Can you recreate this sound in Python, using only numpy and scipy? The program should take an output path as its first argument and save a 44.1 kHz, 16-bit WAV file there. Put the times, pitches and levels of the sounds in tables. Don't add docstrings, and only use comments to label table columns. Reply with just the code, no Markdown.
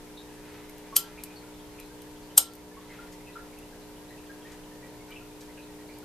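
import sys
import numpy as np
from scipy import signal
from scipy.fft import rfft, irfft
from scipy.io import wavfile

SR = 44100
rng = np.random.default_rng(int(sys.argv[2]) if len(sys.argv) > 2 else 0)


def pcm_store(signal):
    levels = np.round(np.clip(np.atleast_2d(signal), -1, 1) * 32767)
    wavfile.write(sys.argv[1], SR, levels.astype(np.int16).T)


N = 266760
TIME = np.arange(N) / SR
OPPOSITE = np.array([[1], [-1]])


def from_db(db):
    return 10 ** (np.asarray(db) / 20)


def rms_one(x):
    return x / np.sqrt(np.mean(x ** 2) + 1e-20)


def at_hz(points, hz):
    f, value = np.transpose(points)
    return np.interp(np.log(np.maximum(hz, 1)), np.log(f), value)


def bins(x):
    return np.fft.rfftfreq(x.shape[-1], 1 / SR)


def colour(x, spectrum):
    gain = from_db(at_hz(spectrum, bins(x)))
    return irfft(rfft(x) * gain, x.shape[-1])


def drift(knots_per_s):
    knots = rng.standard_normal(4096)
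    return np.interp(TIME * knots_per_s, np.arange(len(knots)), knots)


def resonate(x, hz, width_hz):
    radius = np.exp(-np.pi * width_hz / SR)
    zeros = np.array([1, 0, -1]) * (1 - radius ** 2) / 2
    poles = [1, -2 * radius * np.cos(2 * np.pi * hz / SR), radius ** 2]
    return signal.lfilter(zeros, poles, x + 1e-18)


def swell(peak_s, rise_s, fall_s):
    time_constants = np.maximum((peak_s - TIME) / rise_s, (TIME - peak_s) / fall_s)
    return np.exp(-np.minimum(time_constants, 50))


def under(envelope, x):
    return rms_one(x) * np.sqrt(np.mean(envelope ** 2))


MAINS_HZ = 59.98
# order (multiple of the mains rate), level_db (dB rms before the waver)
HARMONICS = [(1, -68.5), (2, -63.5), (3, -60), (4, -62), (5, -51), (6, -62), (7, -55.5), (8, -61.5),
             (9, -65), (10, -66.5), (12, -66), (13, -88), (14, -76.5), (15, -66.5), (16, -67.5)]


def hum(waver_db=1.3, scatter_rad=0.77):
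    out = np.zeros((2, N))
    for order, level_db in HARMONICS:
        quarter_turn = np.pi / 2 * (order % 2)
        stereo_turn = .1 * rng.choice([-1, 1]) * OPPOSITE
        phase = quarter_turn + scatter_rad * rng.standard_normal() + stereo_turn
        amplitude = np.sqrt(2) * from_db(level_db + waver_db * drift(5.6))
        out += amplitude * np.sin(2 * np.pi * order * MAINS_HZ * TIME + phase)
    return out


# frequency_hz, relative gain_db
AIR_SPECTRUM = [(12, -38.5), (20, 1), (81, -8.5), (179, -9.5), (249, -12.5), (302, -10.5), (346, -15),
                (419, -9.5), (650, -12.5), (706, -18), (787, -13.5), (954, -10.5), (1160, -19),
                (12900, -26.5), (14000, -26)]
# frequency_hz, correlation (0-1)
AIR_LIKENESS = [(30, 1), (100, 0.5), (400, 0.67), (1000, 0.53), (3000, 0.03), (12000, 0)]
AIR_DB = -50


def air():
    mid, side = rfft(rng.standard_normal((2, N)))
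    alike = np.clip(at_hz(AIR_LIKENESS, bins(TIME)), 0, 1)
    pair = irfft(np.sqrt(1 + alike) * mid + np.sqrt(1 - alike) * side * OPPOSITE, N)
    return from_db(AIR_DB) * rms_one(colour(pair, AIR_SPECTRUM))


# frequency_hz, relative gain_db
RUB_SPECTRUM = [(500, -24.5), (1200, -1.5), (1700, 3.5), (2600, -2), (4200, -8.5), (6500, -18.5),
                (14000, -25.5)]
# fastest_s, level_db, half_length_s
HAND_MOVES = [(0.537, -63.5, 0.18), (1.152, -67.5, 0.36), (2.948, -60, 0.11), (4.5, -64.5, 0.09),
              (5.113, -58, 0.029)]
RESTING_RUB_DB = -69


def rubbing(grain_db=3.5):
    level = from_db(RESTING_RUB_DB)
    for fastest_s, level_db, half_s in HAND_MOVES:
        level = level + from_db(level_db) * np.exp(-((TIME - fastest_s) / half_s) ** 2)
    grains = rng.standard_normal(N) * from_db(grain_db * drift(70))
    return level * rms_one(colour(grains, RUB_SPECTRUM))


TRICKLE_LOW_HZ, TRICKLE_HIGH_HZ = 1348, 4600
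TRICKLE_DB = -57.5
TRICKLE_LOSS_DB, TRICKLE_SCATTER_DB = 3.0, 4.5


def trickle(count=80):
    bubbles = []
    for k, (when, small, luck) in enumerate(rng.random((count, 3))):
        start_s = (k + when) / count * N / SR
        pitch_hz = TRICKLE_LOW_HZ * (TRICKLE_HIGH_HZ / TRICKLE_LOW_HZ) ** small
        level_db = TRICKLE_DB - TRICKLE_LOSS_DB * small + TRICKLE_SCATTER_DB * (luck - .5)
        bubbles.append((start_s, pitch_hz, level_db))
    return bubbles


# start_s, pitch_hz (before the glide), level_db (before the room mix)
CLEAR_PLINKS = [(0.183, 3790, -47), (0.936, 1110, -41.5), (1.186, 2404, -48), (1.370, 4380, -51.5),
                (1.795, 2540, -51), (2.779, 1110, -47.5), (2.908, 2080, -51), (2.998, 1400, -45),
                (3.277, 2640, -51.5), (3.366, 1372, -40.5), (4.115, 1900, -51.5), (4.306, 1614, -46.5),
                (4.459, 1830, -51.5), (4.836, 1910, -52.5), (5.114, 2360, -49), (5.125, 2970, -49),
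                (5.169, 2660, -46), (5.584, 2585, -50.5), (5.901, 2255, -52.5)]


def plinks(glide=.012, ring_s=.011):
    out, wobble = np.zeros(N), drift(520)
    for start_s, pitch_hz, level_db in CLEAR_PLINKS + trickle():
        near = slice(max(int((start_s - .04) * SR), 0), int((start_s + .12) * SR))
        t = TIME[near] - start_s
        onset = 1 / (1 + np.exp(-(t + .010) / .0012))
        shape = onset * np.exp(-np.maximum(t, 0) / ring_s)
        phase = 2 * np.pi * pitch_hz * (t + glide * t * t / ring_s / 2)
        splash = np.clip((pitch_hz - 900) / 1200, .4, 1.8)
        out[near] += from_db(level_db) * shape * np.sin(phase + splash * wobble[near])
    return out


# frequency_hz, relative gain_db
TICK_SPECTRUM = [(300, -26.5), (2000, 2.5), (4000, 0.5), (7000, -3), (10000, -8), (14000, -3.5)]
# peak_s, level_db
CASE_TICKS = [(0.6962, -43.5), (0.7825, -46), (1.237, -29.5), (1.8, -38.5), (2.0194, -45.5), (2.5357, -43),
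              (2.553, -44), (3.5878, -45), (5.1059, -49), (5.986, -47)]
# peak_s, level_db
LEVER_SLIDES = [(3.1254, -52.5), (4.52, -54), (5.410, -51)]
TICK_RISE_S, TICK_DECAY_S, TICK_HZ, TICK_WIDTH_HZ = .00066, .0027, 12000, 4800
GRIP_LEAD_S, GRIP_DB, GRIP_RISE_S, GRIP_DECAY_S, GRIP_HZ = .006, -30.5, .0029, .0037, 7020
SLIDE_RISE_S, SLIDE_DECAY_S = .0031, .022


def ticks():
    grit = colour(rng.standard_normal(N), TICK_SPECTRUM)
    touch = sum(from_db(db) * swell(s, TICK_RISE_S, TICK_DECAY_S) for s, db in CASE_TICKS)
    grip = sum(swell(s - GRIP_LEAD_S, GRIP_RISE_S, GRIP_DECAY_S) for s, *_ in WHEEL_STRIKES)
    slide = sum(from_db(db) * swell(s, SLIDE_RISE_S, SLIDE_DECAY_S) for s, db in LEVER_SLIDES)
    scrape = from_db(GRIP_DB) * grip + slide
    bright = under(touch, resonate(touch * grit, TICK_HZ, TICK_WIDTH_HZ))
    dull = under(scrape, resonate(scrape * grit, GRIP_HZ, TICK_WIDTH_HZ))
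    return bright + dull


# pitch_hz, width_hz, relative level_db
BODY_MODES = [(2930, 100, -0.5), (3290, 250, -6.5), (4060, 90, -4), (5300, 470, -1), (6403, 500, 2.5),
              (7136, 400, -1.5), (8400, 340, 2), (9600, 400, -2), (11330, 500, -1.5), (12100, 500, -2.5),
              (12880, 300, 2), (13500, 400, 3)]
# frequency_hz, relative gain_db
RASP_SPECTRUM = [(150, -33.5), (600, -18), (1500, -14.5), (2500, -30), (3000, -4), (4500, -3.5),
                 (7000, -3.5), (9800, -3), (12000, 6), (14500, -12)]


def lighter_body(force, direct_db=5.0):
    rings = sum(from_db(db) * resonate(force, hz, width_hz) for hz, width_hz, db in BODY_MODES)
    return from_db(direct_db) * colour(force, RASP_SPECTRUM) + rings


# fastest_s, rasp_db, spin_up_s, run_down_s, treble_lift_db, squeal_db
WHEEL_STRIKES = [(0.9665, -7.5, .0019, .0024, 2.5, -21), (2.3807, -6, .0026, .0035, 1, -5)]


def wheel(teeth_per_s=500, bite_db=7.5):
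    out = np.zeros(N)
    for fastest_s, rasp_db, rise_s, fall_s, lift_db, _ in WHEEL_STRIKES:
        speed = from_db(rasp_db) * swell(fastest_s, rise_s, fall_s)
        bite_phase = 2 * np.pi * teeth_per_s * (TIME - fastest_s) + .6 * drift(360)
        bites = from_db(bite_db * np.cos(bite_phase))
        impulses = speed * bites * rng.choice([-1., 1.], N)
        grit = colour(impulses, [(7000, 0), (12000, lift_db)])
        out += under(speed, lighter_body(grit))
    return out


# pitch_hz, relative level_db
SQUEAL_MODES = [(7145, -9), (8222, 0), (8580, -4)]


def squeal(early_s=.001073, jitter_rad=1.0, length_s=.0026):
    out = np.zeros(N)
    for fastest_s, *_, squeal_db in WHEEL_STRIKES:
        t = TIME - fastest_s + early_s
        modes = 0
        for hz, db in SQUEAL_MODES:
            phase = 2 * np.pi * hz * (t - early_s / 2) + jitter_rad * drift(1400)
            modes = modes + from_db(db) * np.sin(phase)
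        grip = from_db(squeal_db) * np.exp(-np.minimum((t / length_s) ** 2, 50))
        out += under(grip, grip * modes)
    return out


# pitch_hz, level_db, t60_s
HOOD_MODES = [(1356, -42, .47), (4040, -47, .28), (7143, -48, .25)]


def hood():
    out = np.zeros(N)
    for fastest_s, *_ in WHEEL_STRIKES:
        for hz, db, t60_s in HOOD_MODES:
            envelope = from_db(db) * swell(fastest_s, .001, t60_s / np.log(1000))
            out += envelope * np.sin(2 * np.pi * hz * (TIME - fastest_s))
    return out


# peak_s, tap_db, thud_db
LEVER_CONTACTS = [(0.9684, -22.5, -42), (0.9723, -18, -48), (2.3796, -24, -18), (2.3860, -17.5, -50.5)]
# frequency_hz, relative gain_db
THUD_SPECTRUM = [(80, -9.5), (300, -6), (750, 0.5), (1300, -2.5), (2300, -4), (3500, -19), (9000, -38)]


def lever(tap_hz=6000, tap_width_hz=3500):
    tap = sum(from_db(db) * swell(s, .0005, .0013) for s, db, _ in LEVER_CONTACTS)
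    thud = sum(from_db(db) * swell(s, .0004, .0010) for s, _, db in LEVER_CONTACTS)
    white = rng.choice([-1., 1.], (2, N))
    bright = lighter_body(resonate(tap * white[0], tap_hz, tap_width_hz))
    dull = colour(thud * white[1], THUD_SPECTRUM)
    return under(tap, bright) + under(thud, dull)


# frequency_hz, t60_s
ROOM_DECAY = [(300, 0.21), (1400, 0.267), (3500, 0.29), (7000, 0.19), (13000, 0.13)]


def room(x, first_s, side_db, early_db=2.5, early_s=.02):
    t = TIME[:SR // 2]
    mid, side = rfft(rng.standard_normal((2, len(t))))
    white = mid + from_db(side_db) * side * OPPOSITE
    centres, tail = np.geomspace(200, 14000, 12), 0
    for hz in centres:
        share = at_hz([(c, float(c == hz)) for c in centres], bins(t))
        decay = np.exp(-np.log(1000) * t / at_hz(ROOM_DECAY, hz))
        tail = tail + irfft(white * share, len(t)) * decay
    tail = tail * (t > first_s) * from_db(early_db * np.exp(-t / early_s))
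    tail = tail / np.sqrt(np.sum(tail ** 2) / 2)
    return signal.fftconvolve(x[None], tail, axes=1)[:, :N]


def place(x, spread_rad):
    turn = spread_rad * np.sqrt(bins(x) / 8000) * OPPOSITE
    return irfft(rfft(x) * np.exp(1j * turn), N)


# frequency_hz, left_minus_right_db
PORT_DIFFERENCE = [(100, .3), (2000, .3), (8000, .8), (13000, 2.2)]


def scene():
    lighter, shriek, soft = wheel() + lever() + ticks(), squeal(), plinks() + rubbing()
    direct = place(lighter + shriek + hood(), spread_rad=.2603)
    to_walls = lighter + from_db(-3.5) * shriek
    walls = from_db(-8.5) * room(to_walls, first_s=.004, side_db=-6.0)
    far = from_db(1.5) * soft + from_db(-2.5) * room(soft, first_s=.0078, side_db=-7.5)
    mix = direct + walls + far + hum() + air()
    balance = from_db(at_hz(PORT_DIFFERENCE, bins(TIME)) * OPPOSITE / 2)
    return irfft(rfft(mix) * balance, N)


CUTOFF_HZ = 14150


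def record(dry, limit_db=0.5, release_db_per_s=5.5):
    peak_db = 20 * np.log10(np.abs(dry).max(axis=0) + 1e-9)
    over = np.maximum(peak_db - limit_db, 0)
    release = release_db_per_s * TIME
    held = np.maximum.accumulate(over + release) - release
    attack = np.exp(-1 / (0.035 * SR))
    smooth = signal.lfilter([1 - attack], [1, -attack], held)
    clipped = np.clip(dry * from_db(-.7 * smooth), -1, 1)
    low_pass = signal.ellip(10, .2, 80, CUTOFF_HZ, fs=SR, output="sos")
    return signal.sosfilt(low_pass, clipped)


dry = scene()
out = record(dry)
pcm_store(out)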